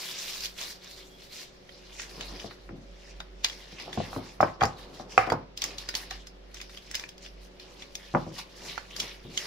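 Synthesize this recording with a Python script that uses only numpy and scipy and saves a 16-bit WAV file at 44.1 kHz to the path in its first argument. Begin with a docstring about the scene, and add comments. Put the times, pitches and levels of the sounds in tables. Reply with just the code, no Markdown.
"""A small kitchen, heard close over a covered table with a stereo pair; an appliance hums in the room.
A thin plastic glove is pulled off and crumpled: its film is dense filtered clicks, pops and cracks.
Then a round metal tray, lined with parchment and damped by dough, is turned by hand: clicks and struck modes
make its knocks on the table, filtered clicks its soft slide, and the paper rustles and snaps above it."""
import sys
import numpy as np
from scipy import signal
from scipy.fft import rfft, irfft
from scipy.io import wavfile

SR = 44100
rng = np.random.default_rng(int(sys.argv[2]) if len(sys.argv) > 2 else 0)


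def waveform_to_disk(signal):
    """Save audio, clipped to [-1, 1], as 16-bit WAV at the path in sys.argv[1]."""
    frames = np.transpose(np.atleast_2d(signal))
    scaled = np.clip(frames, -1, 1) * 32767
    samples = np.round(scaled).astype(np.int16)
    wavfile.write(sys.argv[1], SR, samples)


N = 417186
TIME = np.arange(N) / SR


def from_db(db):
    """Decibels to gain."""
    return 10 ** (np.asarray(db) / 20)


def rms_one(x):
    """Scale to unit power."""
    return x / np.sqrt(np.mean(x ** 2) + 1e-20)


def at_level(x, db, span_s):
    """Give the start of a sound this rms level."""
    start = x[:round(span_s * SR)]
    return from_db(db) * x / np.sqrt(np.mean(start ** 2))


def level(curve):
    """Gain over time from (t/s, level/dB) rows, -120 dB outside them."""
    return from_db(np.interp(TIME, *np.transpose(curve), left=-120, right=-120))


def at_hz(points, hz):
    """Read a table on a log-frequency axis."""
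    f, value = np.transpose(points)
    return np.interp(np.log(np.maximum(hz, 1)), np.log(f), value)


def butter(x, hz, kind, order=2):
    """Causal Butterworth filter."""
    sections = signal.butter(order, np.minimum(hz, SR / 2 - 1), kind, fs=SR, output="sos")
    return signal.sosfilt(sections, x)


def coloured(x, spectrum, size=2048):
    """Filter by the causal, unit-energy response with this spectral shape (minimum phase, by cepstrum)."""
    gain = from_db(at_hz(spectrum, np.fft.rfftfreq(size, 1 / SR)))
    cepstrum = irfft(np.log(gain))
    cepstrum[1:size // 2] *= 2
    cepstrum[size // 2 + 1:] = 0
    response = irfft(np.exp(rfft(cepstrum)))
    response /= np.linalg.norm(response)
    return np.apply_along_axis(lambda row: signal.oaconvolve(row, response)[:len(row)], -1, x)


def drift(rate):
    """Slow chance with an rms of one; rate is in random knots per second."""
    knots = rng.standard_normal(4096)
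    return rms_one(np.interp(TIME * rate, np.arange(len(knots)), knots))


def add(track, s, sound):
    """Mix a sound in at a time."""
    start = max(round(s * SR), 0)
    track[..., start:start + sound.shape[-1]] += sound[..., :N - start]


def spread(x, left_db):
    """Place a sound between left and right."""
    return x * from_db([[left_db / 2], [-left_db / 2]])


# decay of the room: f/Hz, t60/s
ROOM_DECAY = [(100, 0.46), (500, 0.23), (1000, 0.39), (2200, 0.17), (4000, 0.13), (8000, 0.089),
              (16000, 0.14)]
ROOM_ALIKE_HZ = 300  # well below this both microphones hear the same tail


def kitchen(x, wet_db, early_db, early_t60):
    """Direct sound, scatter from the sides of the table, and the room's tail, band by band."""
    t = TIME[:SR // 2]
    edges = np.geomspace(60, 20000, 10)
    response = np.zeros((2, len(t)))
    early = from_db(-60 * t / early_t60) * (t > .0005)
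    early *= from_db(early_db) / np.linalg.norm(early)
    for low, high in zip(edges, edges[1:]):
        hz = np.sqrt(low * high)
        mid, side, scatter = butter(rng.standard_normal((3, len(t))), [low, high], "band")
        alike = 1 / (1 + (hz / ROOM_ALIKE_HZ) ** 2)
        tail = from_db(-60 * t / at_hz(ROOM_DECAY, hz)) * (t > .007)
        tail *= from_db(wet_db) / np.linalg.norm(tail)
        shared = np.sqrt(1 + alike) * mid * tail
        opposed = np.sqrt(1 - alike) * (side * tail + scatter * early)
        response += (shared + opposed * [[1], [-1]]) / np.sqrt(2)
    return x + signal.oaconvolve(np.atleast_2d(x), response, axes=1)[:, :N]


# low drone before its trim and waver: t/s, level/dB
DRONE_LEVEL = [(0.0, -77), (0.45, -56), (1.6, -65), (2.32, -41.5), (2.55, -57), (2.71, -47.5), (4.9, -51.5),
               (6.14, -45), (6.24, -52), (6.58, -40.5), (6.82, -50), (7.27, -53), (7.43, -47),
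               (7.56, -54.5), (8.59, -52.5), (9.46, -55)]
DRONE_HZ, DRONE_TRIM_DB, DRONE_WAVER_DB = 47.2, -3, 3
# faint overtones of the drone, before their waver: f/Hz, rms level/dB
OVERTONES = [(183.0, -67), (369.5, -64), (395.0, -71.5), (500.6, -71.5), (561.5, -68)]
OVERTONE_WAVER_DB, OVERTONE_WANDER_RAD = 2.5, 1.01
# spectral shape of the still air: f/Hz, relative level/dB
AIR_SHAPE = [(20, 2), (35, -5.5), (60, -1.5), (90, -5), (165, 2), (235, -3), (290, 0), (380, -2.5),
             (520, -2), (700, -6), (1000, -13), (2000, -15), (4000, -19), (5500, -23), (8500, -42.5),
             (16000, -52)]
AIR_DB = -57.5


def background():
    """A wavering low drone with faint overtones (wandering sines), over the still air of the room (noise)."""
    drone_gain = from_db(DRONE_TRIM_DB + DRONE_WAVER_DB * drift(12)) * level(DRONE_LEVEL)
    drone = drone_gain * np.sin(2 * np.pi * DRONE_HZ * TIME + 0.32 * drift(3.6))
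    hum = np.zeros(N)
    for hz, db in OVERTONES:
        gain = from_db(db + OVERTONE_WAVER_DB * drift(9))
        hum += gain * np.sin(2 * np.pi * hz * TIME + OVERTONE_WANDER_RAD * drift(10))
    mid, side = (coloured(noise, AIR_SHAPE, size=8192) for noise in rng.standard_normal((2, N)))
    air = mid + from_db(2.5) * butter(side, 470, "high", order=1) * [[1], [-1]]
    tones = drone * from_db([[-1.1], [1.1]]) + hum
    return np.sqrt(2) * tones + from_db(AIR_DB) * air  # sqrt(2): sine rms to peak


def swell(start_s, hold_s, db, rise_s, fall_s):
    """Attack, hold and release; rise and fall are the times for 20 dB."""
    before = np.maximum(start_s - TIME, 0) / max(rise_s, 1e-3)
    after = np.maximum(TIME - start_s - hold_s, 0) / max(fall_s, 1e-3)
    return from_db(db - 20 * np.minimum(before + after, 6))


def together(swells):
    """Overlapping movements add in power."""
    return np.sqrt(sum(gain ** 2 for gain in swells))


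def strokes(rows):
    """Each stroke gathers up to its peak and eases off."""
    return together(swell(s, 0, db, rise_s, fall_s) for s, db, rise_s, fall_s in rows)


def crinkles(per_s, spread_db, clump_db, clump_rate):
    """Tiny buckles or slips: clicks of uneven size that come in clumps, each from its own place."""
    at = rng.integers(0, N, int(per_s * N / SR))
    knots = rng.standard_normal(4096)
    clumps = np.interp(at / SR * clump_rate, np.arange(len(knots)), knots)
    uneven = np.minimum(rng.exponential(1, len(at)), 4)
    sizes = from_db(spread_db * uneven + clump_db * clumps) * rng.choice([-1, 1], len(at))
    # each click reaches the two microphones at slightly different times
    lag = np.rint(rng.normal(0, 1.6, len(at))).astype(int)
    out = np.zeros((2, N))
    out[0, at] = sizes
    out[1, (at + lag) % N] = sizes
    return rms_one(out)


REFOLD_DB, REFOLD_PER_S = 2.5, 14  # the colour of a sheet shifts as it folds anew


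def sheet(per_s, spread_db, clump_db, clump_rate, jerk_db):
    """Facets of eight sizes buckle independently, so the colour shifts; small ones sound high."""
    edges = np.array([300, 1300, 2100, 2900, 3700, 4600, 5800, 8500, 17000])
    shares = np.diff(edges) / np.ptp(edges)  # wider bands get more clicks
    facets = np.zeros((2, N))
    for low, high, share in zip(edges, edges[1:], shares):
        buckles = crinkles(per_s * share, spread_db, clump_db, clump_rate)
        facets += butter(buckles, [low, high], "band") * from_db(REFOLD_DB * drift(REFOLD_PER_S))
    # the fingers catch and let go, which jerks all facets at once
    return facets * from_db(jerk_db * drift(70))


def pops(per_s, low_hz, high_hz, cycles):
    """Larger creases pop at random, each ringing briefly (60 dB in so many cycles) at its own pitch."""
    out, t = np.zeros((2, N)), TIME[:1024]
    for when, size, pitch, side in rng.random((int(per_s * N / SR), 4)):
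        hz = low_hz * (high_hz / low_hz) ** pitch
        pop = from_db(14 * size - 60 * t * hz / cycles) * np.sin(2 * np.pi * hz * t)
        add(out, when * N / SR, spread(pop, 12 * (side - .5)))
    return rms_one(out)


SQUEEZE_ATTACK_S, SQUEEZE_RELEASE_S = 0.04, 0.076  # time to rise or fall by 20 dB


def squeezing(grips):
    """The hands grip the film, keep up the pressure and let go."""
    return together(swell(s, hold_s, db, SQUEEZE_ATTACK_S, SQUEEZE_RELEASE_S) for s, hold_s, db in grips)


# spectral shape of the film: f/Hz, relative level/dB
FILM_SHAPE = [(350, -22), (600, -17.5), (957, -16.5), (1040, -13.5), (1410, -16.5), (1660, -13),
              (2950, -9.5), (3340, -9.5), (4650, -6.5), (5560, -7), (8860, -19), (14300, -18), (16000, -28)]
# pulls and squeezes, before the glove's trim: start t/s, hold/s, fine film level/dB, coarse folds level/dB
GLOVE_SQUEEZES = [(0.0, 0.056, -38, -44), (0.083, 0.042, -37.5, -56), (0.156, 0.079, -39.5, -48),
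                  (0.243, 0.072, -37, -44.5), (0.342, 0.04, -38, -47), (0.412, 0.025, -45, -58),
                  (0.439, 0.01, -36, -53), (0.589, 0.027, -37, -44), (0.632, 0.077, -39.5, -63),
                  (0.831, 0.1, -48, -58), (0.973, 0.04, -48, -54), (1.203, 0.042, -52.5, -70),
                  (1.33, 0.092, -43, -49)]
STIR_HOLD_S, STIR_DB = 1.55, -61  # the film keeps stirring in the hand between squeezes
# faint squeak of the film: t/s, level/dB
SQUEAK_LEVEL = [(1.08, -84), (1.11, -60), (1.16, -56), (1.19, -78)]
SQUEAK_HZ, GLOVE_TRIM_DB = 3323, -5.0  # the trim leaves the squeak alone


def glove():
    """Limp film buckles densely, with small pops, coarser folds and one squeak (a trembling sine)."""
    film = sheet(per_s=24000, spread_db=2.6, clump_db=2.2, clump_rate=50, jerk_db=1)
    film = coloured(film, FILM_SHAPE)
    film = film + from_db(-2) * pops(per_s=320, low_hz=3300, high_hz=5700, cycles=30)
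    folds = pops(per_s=600, low_hz=1900, high_hz=4200, cycles=14)
    stir = (0.0018, STIR_HOLD_S, STIR_DB)
    fine = squeezing([stir] + [(s, hold_s, db) for s, hold_s, db, _ in GLOVE_SQUEEZES])
    coarse = squeezing([(s, hold_s, db) for s, hold_s, _, db in GLOVE_SQUEEZES])
    squeak = level(SQUEAK_LEVEL) * np.sin(2 * np.pi * SQUEAK_HZ * TIME + 1.1 * drift(120))
    return from_db(GLOVE_TRIM_DB) * (fine * film + coarse * folds) + squeak


# finger strokes on the paper, before the parchment's trim: peak t/s, level/dB, rise/s and fall/s per 20 dB
FINGER_RUBS = [(1.86, -52, 0.17, 0.55), (2.012, -40.5, 0.12, 0.093), (2.1, -47, 0.069, 0.056),
               (2.215, -42.5, 0.082, 0.041), (2.36, -46.5, 0.88, 0.37), (3.1, -54.5, 0.52, 0.3),
               (3.61, -46.5, 0.3, 0.25), (3.722, -43, 0.049, 0.036), (3.82, -43.5, 0.13, 0.044),
               (4.79, -48, 0.045, 0.2), (4.02, -42.5, 0.21, 0.34), (4.29, -47, 0.15, 0.08),
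               (4.945, -47.5, 0.025, 0.079), (5.015, -45, 0.066, 0.049), (5.125, -45, 0.053, 0.13),
               (5.27, -43, 0.034, 0.034), (6.58, -55, 0.26, 0.12), (6.78, -48, 0.096, 0.026),
               (6.99, -44, 0.26, 0.077), (7.25, -41.5, 0.049, 0.038), (7.45, -48.5, 0.095, 0.043),
               (7.82, -51, 0.38, 0.11), (8.06, -49.5, 0.27, 1), (8.39, -35, 0.045, 0.051),
               (8.71, -39, 0.22, 0.19), (8.91, -43.5, 0.027, 0.036), (9.08, -37, 0.18, 0.1),
               (9.44, -38.5, 0.24, .2)]
SETTLE_RISE_S, SETTLE_FALL_S, SETTLE_LAG_S = .012, 0.15, 0.0043  # the sheet rustles on after each snap


def paper_motion():
    """The paper moves under the fingers, and settles after every parchment snap."""
    settling = [(s + SETTLE_LAG_S, rustle_db, SETTLE_RISE_S, SETTLE_FALL_S)
                for s, *_, rustle_db in PARCHMENT_SNAPS]
    return strokes(FINGER_RUBS + settling)


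# spectral shape of the rubbed paper: f/Hz, relative level/dB
PAPER_SHAPE = [(290, -45), (500, -18.5), (831, -10), (1140, -8), (1280, -15.5), (1900, -8), (2930, -5.5),
               (3150, -6), (5310, -4), (8210, -20.5), (10700, -19), (14200, -25.5), (16000, -30)]
PAPER_TRIM_DB = -4.5


def parchment():
    """Stiff paper rubs and pops under the fingers, coarser than the film."""
    rub = sheet(per_s=18000, spread_db=3, clump_db=3.5, clump_rate=35, jerk_db=1.5)
    rub = coloured(rub, PAPER_SHAPE)
    rub = rub + from_db(-5.5) * pops(per_s=260, low_hz=1700, high_hz=6300, cycles=36)
    return from_db(PAPER_TRIM_DB) * paper_motion() * rub


# parchment creases snapping over: t/s, level/dB, pitch f/Hz, hollow body/dB,
# level/dB of the rustle that follows (before the parchment's trim)
PARCHMENT_SNAPS = [(1.692, -48.5, 3150, 21, -56), (1.997, -36.5, 1880, 2, -58), (2.018, -42, 5460, 5, -47),
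                   (2.209, -38, 3030, 4, -50), (2.398, -43.5, 2990, 2, -45), (3.203, -40, 3810, 9, -61),
                   (3.4453, -20.5, 3950, -2, -45), (3.4497, -33, 2070, 3, -46), (3.463, -38, 4000, 6, -52),
                   (3.485, -42, 4860, -2, -51), (3.498, -39, 3300, 2, -57), (3.527, -49, 2190, 4, -60),
                   (3.798, -43, 4900, 14, -42.5), (3.822, -48, 4270, -9, -53), (3.929, -38, 3500, 10, -43),
                   (4.411, -37.5, 5160, -3, -45.5), (4.435, -48, 5300, -8, -54),
                   (4.609, -34.5, 3270, 17, -43.5), (4.627, -36, 4700, 8, -65), (4.636, -29, 4700, 10, -64),
                   (4.6536, -33, 5300, 15, -64), (5.1788, -38.5, 5750, -13, -42.5),
                   (5.301, -32, 4700, 17, -53), (5.322, -37.5, 4870, 3, -64), (5.575, -35.5, 5100, -8, -48),
                   (5.619, -28.5, 4640, -7, -36), (5.64, -27.5, 5370, 1.5, -38.5),
                   (5.783, -35.5, 3940, -19, -41.5), (5.8889, -30, 4960, 10, -44),
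                   (5.941, -37, 3970, 14, -44), (5.952, -26.5, 4540, -3, -35), (6.109, -35, 4040, 5, -41.5),
                   (6.27, -45, 5070, 3, -60.5), (6.544, -43.5, 5760, 10, -53.5), (6.569, -48, 2800, 9, -73),
                   (6.602, -44.5, 2550, 4, -63), (6.614, -40, 5060, 6, -50), (6.695, -52, 3670, 17, -49.5),
                   (6.747, -50, 2850, 9, -66), (6.773, -43.5, 3300, 3, -75), (6.9127, -40, 5640, 8.5, -64),
                   (6.94, -45, 5200, 30, -60), (6.945, -34.5, 3800, 6, -58), (6.9521, -28.5, 5050, 3, -56),
                   (6.996, -38, 5100, 5, -45), (7.038, -39, 2400, 13, -71), (7.09, -43.5, 5140, -3.5, -69),
                   (7.18, -51, 4760, -4, -66), (7.262, -45.5, 2860, 4, -55), (7.598, -46, 4200, 5, -47),
                   (7.822, -44.5, 3460, 2, -55), (7.9534, -35, 5240, -2, -61), (8.779, -38, 4370, 20, -62),
                   (8.964, -35.5, 4720, 3.5, -46), (9.001, -27, 3400, -11, -46),
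                   (9.375, -26.5, 3100, -26, -37)]
# larger folds of the glove that crack: t/s, level/dB, pitch f/Hz
GLOVE_FOLD_CRACKS = [(0.036, -48, 4800), (0.08, -45, 5160), (0.1117, -44, 4870), (0.186, -41, 5200),
                     (0.219, -44, 4480), (0.292, -46, 4150), (0.334, -42, 3350), (0.346, -45, 4470),
                     (0.406, -38.5, 4260), (0.4475, -36, 4700), (0.456, -34.5, 4120), (0.583, -53, 3240),
                     (0.612, -40, 2620), (0.628, -42, 3700), (0.702, -44, 4900), (0.844, -50, 5450),
                     (0.912, -48.5, 4970)]
GLOVE_BODY_DB = -5


def creases():
    """Creases of the parchment and of the glove: t/s, level/dB, pitch f/Hz, hollow body/dB."""
    paper = [row[:-1] for row in PARCHMENT_SNAPS]
    return paper + [(s, db, hz, GLOVE_BODY_DB) for s, db, hz in GLOVE_FOLD_CRACKS]


def burst(t, scatter_db, t60):
    """One contact click and the smaller ones that die away after it."""
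    clicks = rng.standard_normal(len(t)) * from_db(scatter_db) * from_db(-60 * t / t60)
    clicks[0] = 1
    return clicks


FACET_T60_S, FACET_LOSS_DB = 0.047, 8  # each further ring is weaker by the loss
FACET_SPREAD_OCTAVES = 0.51  # scales a random -1.5 to 1


def facet_ring(t, hz, count=4):
    """The facet that flipped rings at its pitch, with weaker rings at random pitches around it."""
    octaves = np.r_[0, FACET_SPREAD_OCTAVES * rng.uniform(-1.5, 1, count - 1)]
    out = np.zeros(len(t))
    for k, f in enumerate(hz * 2 ** octaves):
        out += from_db(-FACET_LOSS_DB * k - 60 * t / FACET_T60_S) * np.sin(2 * np.pi * f * t)
    return out


SIZZLE_DB, SIZZLE_AT_HZ, SIZZLE_DB_PER_OCTAVE = -15, 4440, 12  # tighter creases have more top
FACET_RING_DB = -4


def snaps(tone_db=2, strain_db=-25, strain_t60=0.031, scatter_db=-11, flip_t60=0.023):
    """A crease strains, flips over in a few milliseconds, and the sheet around it rings briefly."""
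    out, t = np.zeros(N), TIME[:2048]
    for s, db, hz, body_db in creases():
        sizzle_db = SIZZLE_DB + SIZZLE_DB_PER_OCTAVE * np.log2(hz / SIZZLE_AT_HZ)
        # the strain grows towards the flip
        strain = rng.standard_normal(len(t)) * from_db(strain_db) * from_db(-60 * t[::-1] / strain_t60)
        flip = burst(t, scatter_db, flip_t60)
        colour = [(300, body_db - 10), (1000, body_db - 10), (1900, body_db + 0.5), (3000, -0.61),
                  (6700, -3), (8200, sizzle_db), (16000, sizzle_db - 0.5)]
        snap = coloured(np.r_[strain, flip], colour, size=1024)
        snap = snap + from_db(tone_db) * butter(snap, [hz * .85, hz / .85], "band", order=1)
        facets = np.r_[np.zeros(len(t)), facet_ring(t, hz)]
        snap = rms_one(snap) + from_db(FACET_RING_DB) * rms_one(facets)
        # the level is that of the whole energy packed into 6 ms
        snap = from_db(db) * snap / np.sqrt(np.sum(snap ** 2) / (.006 * SR))
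        add(out, s - len(t) / SR, snap)
    return out


# pushes over the tablecloth, before the slide's trim: peak t/s, level/dB, rise/s and fall/s per 20 dB
TRAY_PUSHES = [(2.22, -42, 0.23, 0.16), (2.35, -43.5, 0.27, 0.27), (3.53, -52, 0.14, 0.13),
               (3.88, -45, 0.23, 0.66), (4.15, -45, 0.22, 0.39), (4.62, -41, 0.068, 0.49),
               (4.96, -47, 0.2, 0.24), (5.2, -43.5, 0.37, 0.13), (5.7, -44.5, 0.15, 0.22),
               (5.98, -49.5, 0.19, 0.42), (7.72, -53, 0.4, 0.48), (8.66, -44.5, 0.15, .2),
               (9.02, -41.5, 0.12, 0.14), (9.46, -44, 0.28, .2)]
# spectral shape of the dragging base: f/Hz, relative level/dB
SLIDE_SHAPE = [(50, -33), (100, -1), (170, 3.5), (250, 1.5), (380, 4.5), (750, -2), (1300, -7.5),
               (3000, -48.5)]
SLIDE_TRIM_DB = -3.5


def slide():
    """The tray's base drags softly and evenly over the tablecloth, in many tiny slips."""
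    slips = crinkles(per_s=3500, spread_db=1.5, clump_db=2, clump_rate=42)
    return from_db(SLIDE_TRIM_DB) * strokes(TRAY_PUSHES) * coloured(slips, SLIDE_SHAPE)


GRIP_DETUNE = 0.012  # the grip and the point of contact shift the modes from blow to blow


def ring(modes, t, spread_db):
    """Struck modes; each blow shares its force out and tunes them a little differently."""
    hz, db, t60 = np.transpose(modes)[:, :, None]
    db = db + spread_db * rng.standard_normal(hz.shape)
    hz = hz * (1 + GRIP_DETUNE * rng.standard_normal(hz.shape))
    return np.sum(from_db(db - 60 * t / t60) * np.cos(2 * np.pi * hz * t), axis=0)


# tray knocks, before the settings of knocks(): t/s, tray level/dB, contact brightness f/Hz,
# table thud level/dB, thud pitch f/Hz, free ringing/dB, left minus right/dB, chatter t60/s
TRAY_KNOCKS = [(2.444, -38.5, 810, -41, 130, -13, 6, 0.11), (2.51, -46.5, 2530, -63, 205, -27, -1, 0.096),
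               (2.691, -47.5, 2100, -44.5, 250, -22, 4, 0.064), (2.709, -54, 700, -40.5, 169, -8, -2, 0.28),
               (2.76, -57, 882, -49, 130, -2, -3, 0.39), (3.204, -43.5, 2440, -66, 248, -16, -4, 0.061),
               (3.725, -57, 870, -46.5, 130, 1, 2, 0.061), (3.879, -41, 780, -53, 170, 1, 0, 0.16),
               (3.975, -30.5, 1030, -27, 116, -21, -2, 0.08), (4.002, -29.5, 880, -42, 171, -25, 4, 0.054),
               (4.13, -38.5, 1720, -68, 200, -2, 0, 0.43), (4.163, -34, 1320, -31.5, 167, -15, 0, 0.054),
               (4.186, -39.5, 920, -40, 220, -9, 3, 0.098), (4.4047, -17, 1550, -33, 131, -3, -1.5, 0.042),
               (4.4287, -15.5, 1350, -29, 130, -16.5, 1.5, 0.088),
               (4.6114, -30, 2880, -50, 130, -3, -2, 0.09), (4.618, -20.5, 2200, -30.5, 81, 11, 5, 0.037),
               (4.633, -20, 1260, -29, 79.5, -9, -1.5, 0.1), (4.644, -30, 2440, -56, 99.8, 0, 2, 0.12),
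               (4.998, -39, 1230, -44, 169, -3, 5, 0.1), (5.178, -12, 3600, -33.5, 108, 9, -1.5, 0.034),
               (5.19, -28.5, 2900, -65, 200, -4.5, 3, 0.41), (5.274, -34, 1040, -37.5, 260, -3, 12, 0.38),
               (5.289, -34, 1100, -39.5, 200, 0, 4, 0.13), (5.301, -34, 2170, -43, 240, -7, 0, 0.026),
               (5.32, -20.5, 1210, -30, 113, -26, -1, 0.11), (6.113, -42, 2410, -53, 131, 10, 4, 0.074),
               (8.14, -34.5, 975, -28, 200, -5, 5.5, 0.094), (8.149, -22, 1620, -25.5, 343, -35, 1, 0.02),
               (8.154, -24, 1100, -27, 174, -24, -1, 0.11), (8.168, -30, 1220, -41, 332, -25, 2, 0.11),
               (8.266, -41, 730, -37, 149, -22, 2, 0.22), (8.778, -36.5, 2800, -66, 130, -20, -12, 0.03),
               (9.249, -55, 800, -44, 139, -9, 6, 0.23)]
# the tray's crowd of short-lived modes: f/Hz, relative level/dB
CLACK_SHAPE = [(100, -29.5), (300, -16.5), (520, 1.5), (800, -1.5), (1250, 1.5), (1800, 1.5), (2500, 2.5),
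               (3200, -2), (3650, -35), (8000, -52)]
# modes of the tray: f/Hz, relative level/dB, t60/s
TRAY_MODES = [(520, -0.5, 0.1), (640, -14, 0.09), (735, 11, 0.09), (771, 12.5, 0.095), (857, -12.5, 0.31),
              (1040, -20, 0.09), (1147, 10.5, 0.034), (1242, 9, 0.049), (1320, -5, 0.09),
              (1540, -12, 0.091), (1750, -20, 0.13), (1930, -9, 0.14), (2110, -12, 0.17),
              (2330, 5.5, 0.051)]
# modes of the table top: f/Hz, relative level/dB, t60/s
TABLE_MODES = [(84, -3.5, 0.19), (101.5, 0, 0.26), (152, -2, 0.085), (171, -2.5, 0.11), (294, -12, 0.11),
               (336.4, 5, 0.17), (465, 7.5, 0.086)]


def knocks(ring_db=-1, clack_db=-1.0, table_db=-2.0, hardness=0.8, bump_hz=380, thud_width=1.82):
    """The rim clacks, chatters and rings briefly under the dough; the table's thud varies with the spot."""
    out, t = np.zeros((2, N)), TIME[:SR // 4]
    for s, tray_db, bright_hz, thud_db, thud_hz, free_db, left_db, chatter_t60 in TRAY_KNOCKS:
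        clack = coloured(burst(t, scatter_db=-23.5, t60=chatter_t60), CLACK_SHAPE)
        ringing = ring(TRAY_MODES, t, spread_db=2)
        tray = at_level(clack, 0, .014) + at_level(ringing, free_db + ring_db, .014)
        # a soft contact is dull
        tray = butter(tray, bright_hz * hardness, "low", order=4)
        tray = at_level(tray, tray_db + clack_db, .014)
        settling = butter(burst(t, scatter_db=-2.5, t60=1.6 * chatter_t60), [110, bump_hz], "band")
        thud = at_level(settling, -1, .03) + at_level(ring(TABLE_MODES, t, spread_db=2), 0, .03)
        thud = butter(thud, [70, 520], "band")
        thud = butter(thud, [thud_hz / thud_width, thud_hz * thud_width], "band", order=1)
        thud = at_level(thud, thud_db + table_db, .03)
        add(out, s, spread(tray, left_db) + thud)
    return out


def scene():
    """Every source sounds in the same small kitchen."""
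    rustle = kitchen(glove() + parchment(), wet_db=-5, early_db=-4, early_t60=.015)
    clicks = kitchen(snaps(), wet_db=-6.5, early_db=3.0, early_t60=0.0078)
    tray = kitchen(knocks() + slide(), wet_db=-10.0, early_db=0.0, early_t60=0.011)
    return rustle + clicks + tray + background()


CUTOFF_HZ = 15600


def record(dry):
    """The highest peaks are rounded and the top is cut steeply."""
    rounded = dry / (1 + (dry / .95) ** 4) ** .25
    return signal.sosfilt(signal.ellip(10, .1, 80, CUTOFF_HZ, fs=SR, output="sos"), rounded)


dry = scene()
out = record(dry)
waveform_to_disk(out)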